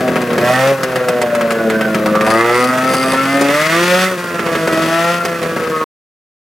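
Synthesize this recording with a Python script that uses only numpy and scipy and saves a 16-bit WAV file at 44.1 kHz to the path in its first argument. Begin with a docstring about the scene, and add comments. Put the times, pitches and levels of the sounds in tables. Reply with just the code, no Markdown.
"""A two-stroke cart with an upright exhaust stack circles a driveway, 3 to 15 m from a stereo microphone.
On the throttle the firings come evenly and the exhaust rasps; off it the engine pumps, stutters and pops.
The pipe booms and the stack howls as crank orders pass through their resonances; tyres rumble beneath.
A garage wall throws back a dull echo. The sound stops abruptly while the cart is still rolling."""
import sys
import numpy as np
from scipy import signal
from scipy.fft import rfft, irfft
from scipy.io import wavfile
from scipy.ndimage import uniform_filter1d

SR = 44100
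rng = np.random.default_rng(int(sys.argv[2]) if len(sys.argv) > 2 else 0)


def persist_wave(psi):
    """Save psi, clipped to +-1, as 16-bit WAV."""
    counts = np.round(np.clip(psi, -1, 1) * 32767).astype(np.int16)
    wavfile.write(sys.argv[1], SR, np.atleast_2d(counts).T)


N = 284886
TIME = np.arange(N) / SR
BIN_HZ = np.maximum(np.arange(N // 2 + 1) * SR / N, 1)

# Speed of the crank. Each row: time in seconds, turns per second.
CRANK_SPEED = [(0.0, 128.3), (0.3, 120.7), (0.414, 119.7), (0.709, 137.4), (0.893, 128.8), (1.334, 117.9),
               (1.771, 109.9), (2.138, 106.0), (2.258, 108.3), (2.608, 124.3), (2.837, 129.7),
               (3.162, 133.1), (3.488, 141.4), (3.827, 174.7), (4.0, 184.7), (4.09, 187.5), (4.168, 178.1),
               (4.596, 163.4), (4.735, 161.5), (4.858, 162.3), (5.155, 173.9), (5.28, 170.1), (5.82, 156.7)]
# Throttle presses. Each row: start and end in seconds, opening 0-1, settled unevenness of firing 0-1.
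THROTTLE_PRESSES = [(0.375, 0.691, 0.94, 0.26), (2.188, 2.626, 0.91, 0.33), (2.633, 3.453, 0.72, 0.45),
                    (3.443, 4.04, 0.88, 0.31), (4.048, 4.11, 0.3, 0.4), (4.436, 4.64, 0.33, 0.35),
                    (4.65, 5.14, 0.58, 0.31)]
# The cart's path. Each row: time in seconds, distance from the microphone in metres.
CART_DISTANCE = [(0, 4.2), (.6, 4), (1.3, 6.1), (2, 2.7), (4, 15.4), (5.82, 9.4)]
# Moving resonances of the hot gas: the pipe's lowest, its second, and the column in the stack.
# Each row: time in seconds, resonance in Hz, level in dB.
PIPE_BOOM = [(0.0, 313.0, -20), (0.56, 270, -24.5), (0.83, 322, -35), (1.29, 253, -27.5), (1.75, 258, -20),
             (2.24, 250, -18.5), (2.51, 326, -24.5), (2.62, 277, -24), (3.22, 305, -20), (3.39, 297, -14.5),
             (3.65, 260.0, -23.5), (3.8, 357, -17.5), (4.26, 245, -30.5), (4.9, 340, -19), (5.23, 277, -34),
             (5.82, 230, -37)]
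PIPE_DRONE = [(0, 660, -22), (.37, 507, -22.5), (.43, 564, -10.5), (.56, 695, -14), (.72, 570, -10.5),
              (.745, 530, -21.5), (1.38, 560, -14), (1.86, 540, -20.5), (2.59, 490, -14.5),
              (2.78, 586, -19), (3.26, 604, -24), (3.4, 590, -14), (3.82, 603, -20), (3.94, 610, -12.5),
              (4.25, 570, -32), (4.5, 596, -23), (5.11, 622, -15), (5.17, 622, -25.5), (5.82, 463, -19.5)]
STACK_HOWL = [(0.0, 1120, -42.5), (0.32, 1090, -36.5), (0.68, 1378.0, -35), (1.45, 1470, -32),
              (1.86, 1505, -22.5), (2.0, 1240, -32.5), (2.16, 1230, -22.5), (2.39, 1222, -17.5),
              (2.83, 1343, -21.5), (3.08, 1210, -24.4), (3.18, 1310, -19.5), (3.46, 1240, -31),
              (3.95, 1160, -26), (4.16, 1520, -38.5), (4.51, 1244, -24.5), (5.09, 1358.0, -19),
              (5.3, 1364, -34), (5.82, 1142, -21)]
# How each part follows the engine. Each holds: level in dB when coasting at cruise speed,
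# dB added at full throttle, dB added per octave of crank speed.
PUMP_LAW = (-34.5, 10.5, 31.5)
GROWL_LAW = (-36.5, 16, -22)
WHINE_LAW = (-40, 18.5, -2.5)
BARK_LAW = (-27.5, 8, 2.5)
RASP_LAW = (-37, 15.5, 13)
# Thudding of uneven burns. Each row: time in seconds, level in dB.
THUD_LEVEL = [(0, -16), (.26, -24.5), (.42, -17), (.56, -27.5), (1.2, -27), (2.1, -22.5), (2.48, -33),
              (2.95, -22), (3.6, -29.5), (4.3, -28), (4.55, -22), (4.82, -21.5), (5.05, -32.5),
              (5.35, -27.5), (5.58, -22), (5.82, -27)]
# Resonances of the pipe, the silencer can, the cylinder's cooling fins and the outlet.
# Each row: frequency in Hz, width in Hz, relative level in dB.
PIPE_MODES = [(164, 74, 2.5), (231.7, 98, 5.5), (318.4, 200, 6.5), (384, 127, 7.5), (510, 91, 1),
              (698, 83, -5)]
SILENCER_MODES = [(815, 290, -1), (1098, 83, 9.5), (1300, 109, 7), (1547, 125, 8.5), (1804, 220, 1),
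                  (2070, 57, 5), (2498, 300, -4.5), (3590, 1600, -18.5)]
FIN_MODES = [(4620, 60, 2), (8500, 59, -10), (10500, 280, 1), (11500, 80, -1.5), (12360, 100, -7),
             (13400, 170, 2.5), (14050, 400, -4.5)]
OUTLET_MODES = [(3540, 120, -12.5), (4750, 170, -0.5), (6130, 400, -22), (8300, 500, -9.5),
                (10000, 660, -10.5)]
# Spectra of the exhaust's rasp, the tyres and chassis, and a pop's thump and crack.
# Each row: frequency in Hz, relative spectral density in dB.
RASP_SPECTRUM = [(700, -15.5), (1500, 10), (2500, 0.5), (3050, -0.5), (3450, 2), (3950, -3.5), (4500, -2.5),
                 (5200, -4.5), (6000, -4), (6800, -7), (9500, -8), (12000, -12.5), (15500, -16.5)]
RUMBLE_SPECTRUM = [(20, -21.5), (40, -35.5), (65, 9), (120, -17), (400, -25), (1500, 8.5), (8000, -9)]
THUMP_SPECTRUM = [(60, -17.5), (150, -3.5), (450, 2), (850, -5), (1400, -2.5), (2300, -8.5), (3500, -17.5),
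                  (8000, -36)]
CRACK_SPECTRUM = [(800, -26), (2500, -5), (5000, 2), (9500, -2), (12500, -7), (16000, -16.5)]
# Lone firings of a built-up charge. Each row: start in seconds, crack drive in dB, thump drive in dB.
EXHAUST_POPS = [(0.0074, -25.5, -13), (0.0786, -26, -9), (0.133, -33, -19.5), (0.158, -24, -7),
                (0.164, -26.5, -17.5), (0.216, -21, -14.5), (0.305, -34, -10), (0.3317, -24, -11.5),
                (0.3797, -18.5, -6), (0.487, -26.5, -12.5), (0.833, -14, -7), (0.9184, -28.5, -17.5),
                (0.958, -16, -7.5), (1.0852, -12.5, -6), (1.2163, -12.5, -6.5), (1.3503, -19, -10),
                (1.4106, -21, -7.5), (1.506, -17.5, -7.5), (1.52, -20, -21), (1.7, -18.5, -6.5),
                (1.8103, -20.5, -8.5), (1.9461, -16, -5.5), (2.06, -17, -6.5), (2.153, -20, -7),
                (2.2097, -18.5, -6.5), (2.2653, -23.5, -8.5), (2.3042, -16.5, -8.5), (2.641, -15, -13),
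                (2.9363, -12, -7), (3.1338, -19.5, -8.5), (3.4115, -10.5, -10), (3.5052, -21, -10),
                (4.3942, -26, -10), (4.4648, -26, -10), (4.552, -22, -8.5), (4.6744, -18.5, -8),
                (4.8215, -19.5, -10.5), (5.251, -13, -8.5), (5.4286, -19, -9.5), (5.566, -28.5, -12.5),
                (5.636, -26, -14.5)]
# Bursts of spitting at the outlet. Each row: start in seconds, end in seconds, level in dB.
OUTLET_SPITS = [(2.21, 2.36, -31.5), (2.494, 2.65, -30), (2.84, 3.115, -28), (3.15, 3.44, -38)]
# Echo off the garage wall. Each row: time in seconds, lag behind the direct sound in milliseconds.
GARAGE_DELAY = [(0, 60), (1, 49.6), (2, 40), (3, 32), (4, 25), (5.84, 34.4)]
# Likeness of left and right at the microphone. Each row: frequency in Hz, likeness 0-1.
MIC_LIKENESS = [(100, 1), (600, 0.96), (1200, 0.93), (2200, 0.8), (5000, 0.76), (10000, 0.9)]

CRUISE_TURNS_PER_S, REFERENCE_M = 120, 4
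OPEN_S, SHUT_S = 0.089, 0.07  # rise and fall of a throttle press or a burst of spitting


def from_db(db):
    """Decibels to gain."""
    return 10 ** (np.asarray(db) / 20)


def in_time(rows):
    """Each column of a timed table at every sample."""
    seconds, *columns = np.transpose(rows)
    return [np.interp(TIME, seconds, column) for column in columns]


def spectrum(points):
    """A frequency table at every bin, joined on a log-frequency axis."""
    hz, value = np.transpose(points)
    return np.interp(np.log(BIN_HZ), np.log(hz), value)


def evened(x, size=4000):
    """Hold the running rms at 1."""
    power = uniform_filter1d(uniform_filter1d(x * x, size), size)
    return x / np.sqrt(np.maximum(power, 1e-12))


def coloured(x, points):
    """Minimum-phase filter with the given spectrum and unit power gain."""
    gain = from_db(spectrum(points))
    cepstrum = irfft(np.log(gain / np.sqrt(np.mean(gain ** 2))), N)
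    cepstrum[1:N // 2] *= 2
    cepstrum[N // 2 + 1:] = 0
    return irfft(rfft(x) * np.exp(rfft(cepstrum)), N)


def passed(x, hz, kind, order=2):
    """Butterworth high- or low-pass."""
    return signal.sosfilt(signal.butter(order, hz, kind, fs=SR, output="sos"), x)


def resonate(x, modes):
    """Parallel resonances of alternating sign."""
    out = 0
    for k, (hz, width, db) in enumerate(modes):
        r = np.exp(-np.pi * width / SR)
        poles = [1, -2 * r * np.cos(2 * np.pi * hz / SR), r * r]
        ring = (1 - r * r) / 2 * signal.lfilter([1, 0, -1], poles, x + 1e-18)
        out += (-1) ** k * from_db(db) * ring
    return out


def drift(hz):
    """A random wander of spread 1."""
    knots = np.arange(0, N / SR + 1, 1 / hz)
    return np.interp(TIME, knots, rng.standard_normal(len(knots))) * np.sqrt(3 / 2)


def clicks(times, heights):
    """Impulses placed between samples."""
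    at = np.clip(np.asarray(times) * SR, 0, N - 2)
    i = at.astype(int)
    return np.bincount(i, heights * (1 - at + i), N) + np.bincount(i + 1, heights * (at - i), N)


def fading(x, decay_ms):
    """Every impulse dies away exponentially from its own height."""
    return signal.lfilter([1], [1, -np.exp(-1000 / (decay_ms * SR))], x + 1e-18)


def delayed(x, ms):
    """The sound a little later; the delay may move."""
    return np.interp(TIME - ms / 1000, TIME, x, left=0)


def held(start, end):
    """Opens at the start, holds, shuts after the end."""
    return np.clip((TIME - start) / OPEN_S, 0, 1) * np.clip(1 - (TIME - end) / SHUT_S, 0, 1)


def throttle():
    """Opening of the throttle; 1 is full."""
    return sum(opening * held(start, end) for start, end, opening, _ in THROTTLE_PRESSES)


def effort_db(law):
    """A level that rises with the throttle and follows the crank speed."""
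    coast_db, throttle_db, octave_db = law
    octaves = np.log2(in_time(CRANK_SPEED)[0] / CRUISE_TURNS_PER_S)
    return coast_db + throttle_db * throttle() + octave_db * octaves


def nearness_db():
    """Spreading: the level at the microphone against that of a cart REFERENCE_M away."""
    return 20 * np.log10(REFERENCE_M / in_time(CART_DISTANCE)[0])


def crank(wobble):
    """Turns made so far at a slightly unsteady speed, and the moments when the exhaust port opens."""
    turns = np.cumsum(in_time(CRANK_SPEED)[0] * (1 + wobble * drift(35))) / SR
    return turns, np.interp(np.arange(1, int(turns[-1])), turns, TIME)


def stutter(coasting=0.66, catch=0.24, catch_s=0.36):
    """Unevenness of the firings, 0-1: high when coasting; each press catches roughly, then settles."""
    uneven = coasting
    for start, end, _, settled in THROTTLE_PRESSES:
        catching = catch * np.exp(-np.maximum(TIME - start - OPEN_S, 0) / catch_s)
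        uneven += held(start, end) * (settled - coasting + catching)
    return np.clip(uneven, 0, 1)


def picked(orders, uneven, centre_hz, db, width_hz, flutter_db, waver_db):
    """A resonance picks out passing crank orders; each wavers, and all flutter with the stutter."""
    speed, out = in_time(CRANK_SPEED)[0], 0
    for k, tone in orders.items():
        detuning = (k * speed - centre_hz) / width_hz
        out += tone * from_db(waver_db * drift(14)) / (1 + detuning ** 2)
    return from_db(db + flutter_db * uneven * drift(75)) * evened(out)


def pipe_boom(turns, uneven):
    """The piston pumps once a turn and drives the pipe in low orders, each with its own delay."""
    orders = {k: np.cos(2 * np.pi * k * (turns + 1 / 4) - k * k / 2) for k in range(2, 8)}
    boom = picked(orders, uneven, *in_time(PIPE_BOOM), width_hz=14, flutter_db=3.5, waver_db=2)
    drone = picked(orders, uneven, *in_time(PIPE_DRONE), width_hz=69, flutter_db=3.5, waver_db=4)
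    pump = from_db(effort_db(PUMP_LAW) + 0.98 * nearness_db()) * np.cos(2 * np.pi * (turns + 1 / 6))
    return pump + boom + drone


def stack_howl(turns, uneven, cool_growl_hz=686, cool_whine_hz=1684, heat_s=0.17, hot_rise=0.26):
    """The stack sings in higher orders: a sharp howl, a growl below it and a whine above."""
    orders = {k: np.cos(2 * np.pi * k * (turns - 1 / 4)) for k in range(5, 19)}
    howl = picked(orders, uneven, *in_time(STACK_HOWL), width_hz=45, flutter_db=5, waver_db=2.5)
    # The gas heats under throttle and lifts the growl and the whine.
    keep = np.exp(-1 / (heat_s * SR))
    lift = 1 + hot_rise * signal.lfilter([1 - keep], [1, -keep], throttle())
    growl = picked(orders, uneven, cool_growl_hz * lift, effort_db(GROWL_LAW) + 0.55 * nearness_db(),
                   width_hz=140, flutter_db=6.5, waver_db=3.5)
    whine = picked(orders, uneven, cool_whine_hz * lift, effort_db(WHINE_LAW),
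                   width_hz=170, flutter_db=6, waver_db=4.5)
    return howl + growl + whine


def tyre_rumble():
    """Tyres and chassis rumble over the driveway, a little louder near the microphone."""
    return from_db(-33.5 + 0.27 * nearness_db()) * coloured(rng.standard_normal(N), RUMBLE_SPECTRUM)


def exhaust_port(firings, uneven, spread_db, jitter_s, puff_ms):
    """Each opening lets out a pressure step and a turbulent puff; stutter scatters their strengths."""
    luck, late = rng.standard_normal((len(firings), 2)).T
    unevenness = np.interp(firings, TIME, uneven)
    # A weak burn leaves fuel for a strong one on the next turn.
    burn = np.clip(luck - 0.19 * np.roll(luck, 1), -1.6, 1.6)
    strength = from_db(spread_db * unevenness * burn)
    steps = clicks(firings + jitter_s * unevenness * late, strength ** 0.68)
    flow = fading(clicks(firings, strength), puff_ms) + 0.64
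    return burn, strength, evened(baffles(steps)), evened(flow * rng.standard_normal(N))


def baffles(x):
    """Reflections between the silencer's baffles spread each step over a few milliseconds."""
    for lag in (17, 29, 47, 61):
        loop = np.r_[1, np.zeros(lag - 1), 0.5]
        x = signal.lfilter(loop[::-1], loop, x + 1e-18)
    return x


def pipe_thud(firings, burn):
    """Uneven burns knock on the pipe's resonances."""
    knocks = resonate(clicks(firings, burn), PIPE_MODES)
    return from_db(in_time(THUD_LEVEL)[0]) * evened(passed(knocks, 85, "high"))


def silencer_bark(steps, puffs, uneven):
    """The can rings out across the driveway: a clean buzz on steady firing, breathy in a stutter."""
    can = resonate(steps + (0.15 + 0.9 * uneven) * puffs, SILENCER_MODES)
    can = passed(passed(can, 700, "high", order=4), 4900, "low", order=4)
    return from_db(effort_db(BARK_LAW)) * evened(driveway_echo(can, wall_db=-7))


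def exhaust_rasp(steps, puffs, uneven):
    """Turbulent gas rasps; the pressure steps add buzz as the firing steadies."""
    buzz = 2.8 * (1 - uneven) ** 2 * passed(steps, 5500, "low")
    return from_db(effort_db(RASP_LAW)) * evened(coloured(puffs + buzz, RASP_SPECTRUM))


def fin_ring(puffs):
    """The cooling fins ring high, louder under load and near the microphone."""
    level_db = -31 + 0.5 * effort_db(RASP_LAW) + 0.3 * nearness_db() + 1.5 * drift(5.2)
    return from_db(level_db) * evened(resonate(resonate(puffs, FIN_MODES), FIN_MODES))


def exhaust_pops(thump_ms, crack_ms, bounce_ms):
    """A sharp pressure front, then a burst of gas; the asphalt returns it a moment later."""
    starts, crack_db, thump_db = np.transpose(EXHAUST_POPS)
    front = clicks(starts, from_db(thump_db))
    thump = 0.5 * fading(front, thump_ms) * rng.standard_normal(N) - 5.85 * front
    crack = 0.5 * fading(clicks(starts, from_db(crack_db)), crack_ms) * rng.standard_normal(N)
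    direct = coloured(thump, THUMP_SPECTRUM) + coloured(crack, CRACK_SPECTRUM)
    return driveway_echo(direct + 0.55 * delayed(direct, bounce_ms), wall_db=-10.5)


def outlet_spits(firings, strength):
    """The narrow outlet rings in the treble in short spells, most on every other turn."""
    every_other = np.arange(len(firings)) % 2
    kicks = clicks(firings, strength ** 0.6 * from_db(-9 * every_other))
    spits = fading(kicks, decay_ms=2.6) * rng.standard_normal(N)
    spells = sum(from_db(db) * held(start, end) for start, end, db in OUTLET_SPITS)
    return spells * evened(resonate(spits, OUTLET_MODES))


def driveway_echo(x, wall_db, decay_s=0.2, size=13000):
    """The direct sound, one dull echo off the garage and a thin scatter from trees and ground."""
    tail = rng.standard_normal(size) * from_db(-60 * TIME[:size] / decay_s)
    scatter = from_db(-10) * signal.fftconvolve(x, tail / np.linalg.norm(tail))[:N]
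    wall = from_db(wall_db) * delayed(x, in_time(GARAGE_DELAY)[0])
    return x + passed(wall + scatter, 4200, "low")


def stereo_microphone(x, size=400):
    """Two close ports hear the same bass; short, shifting reflections make the treble differ."""
    alike = np.clip(spectrum(MIC_LIKENESS), 0, 0.998)
    reflections = rfft(rng.standard_normal(size) * np.hanning(2 * size)[size:], N)
    apart = rfft(x) * np.sqrt((1 - alike) / (1 + alike)) * reflections / np.abs(reflections)
    angle = np.pi * drift(2.4)
    side = np.cos(angle) * irfft(apart, N) + np.sin(angle) * irfft(1j * apart, N)
    return np.array([x + side, x - side]) * from_db([[0.22], [-0.22]])


def scene():
    """The engine over the rumble of tyres and chassis, heard from one spot on the driveway."""
    turns, firings = crank(wobble=0.00229)
    uneven = stutter()
    engine = pipe_boom(turns, uneven) + stack_howl(turns, uneven)
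    burn, strength, steps, puffs = exhaust_port(firings, uneven, spread_db=8, jitter_s=5e-5, puff_ms=5)
    engine += pipe_thud(firings, burn)
    engine += silencer_bark(steps, puffs, uneven) + exhaust_rasp(steps, puffs, uneven)
    engine += outlet_spits(firings, strength) + fin_ring(puffs)
    engine += exhaust_pops(thump_ms=14.6, crack_ms=7.2, bounce_ms=5.4)
    return stereo_microphone(passed(engine, 53, "high") + tyre_rumble())


def record(dry):
    """Peaks are rounded, the sound stops at once, the top is cut."""
    ceiling, stop_s, cutoff_hz = 1.3, 5.84, 16000
    rounded = ceiling * np.tanh(dry / ceiling)
    running = np.clip((stop_s - TIME) / 0.003 + 1, 0, 1)
    return signal.sosfilt(signal.ellip(10, 0.1, 90, cutoff_hz, fs=SR, output="sos"), rounded * running)


dry = scene()
out = record(dry)
persist_wave(out)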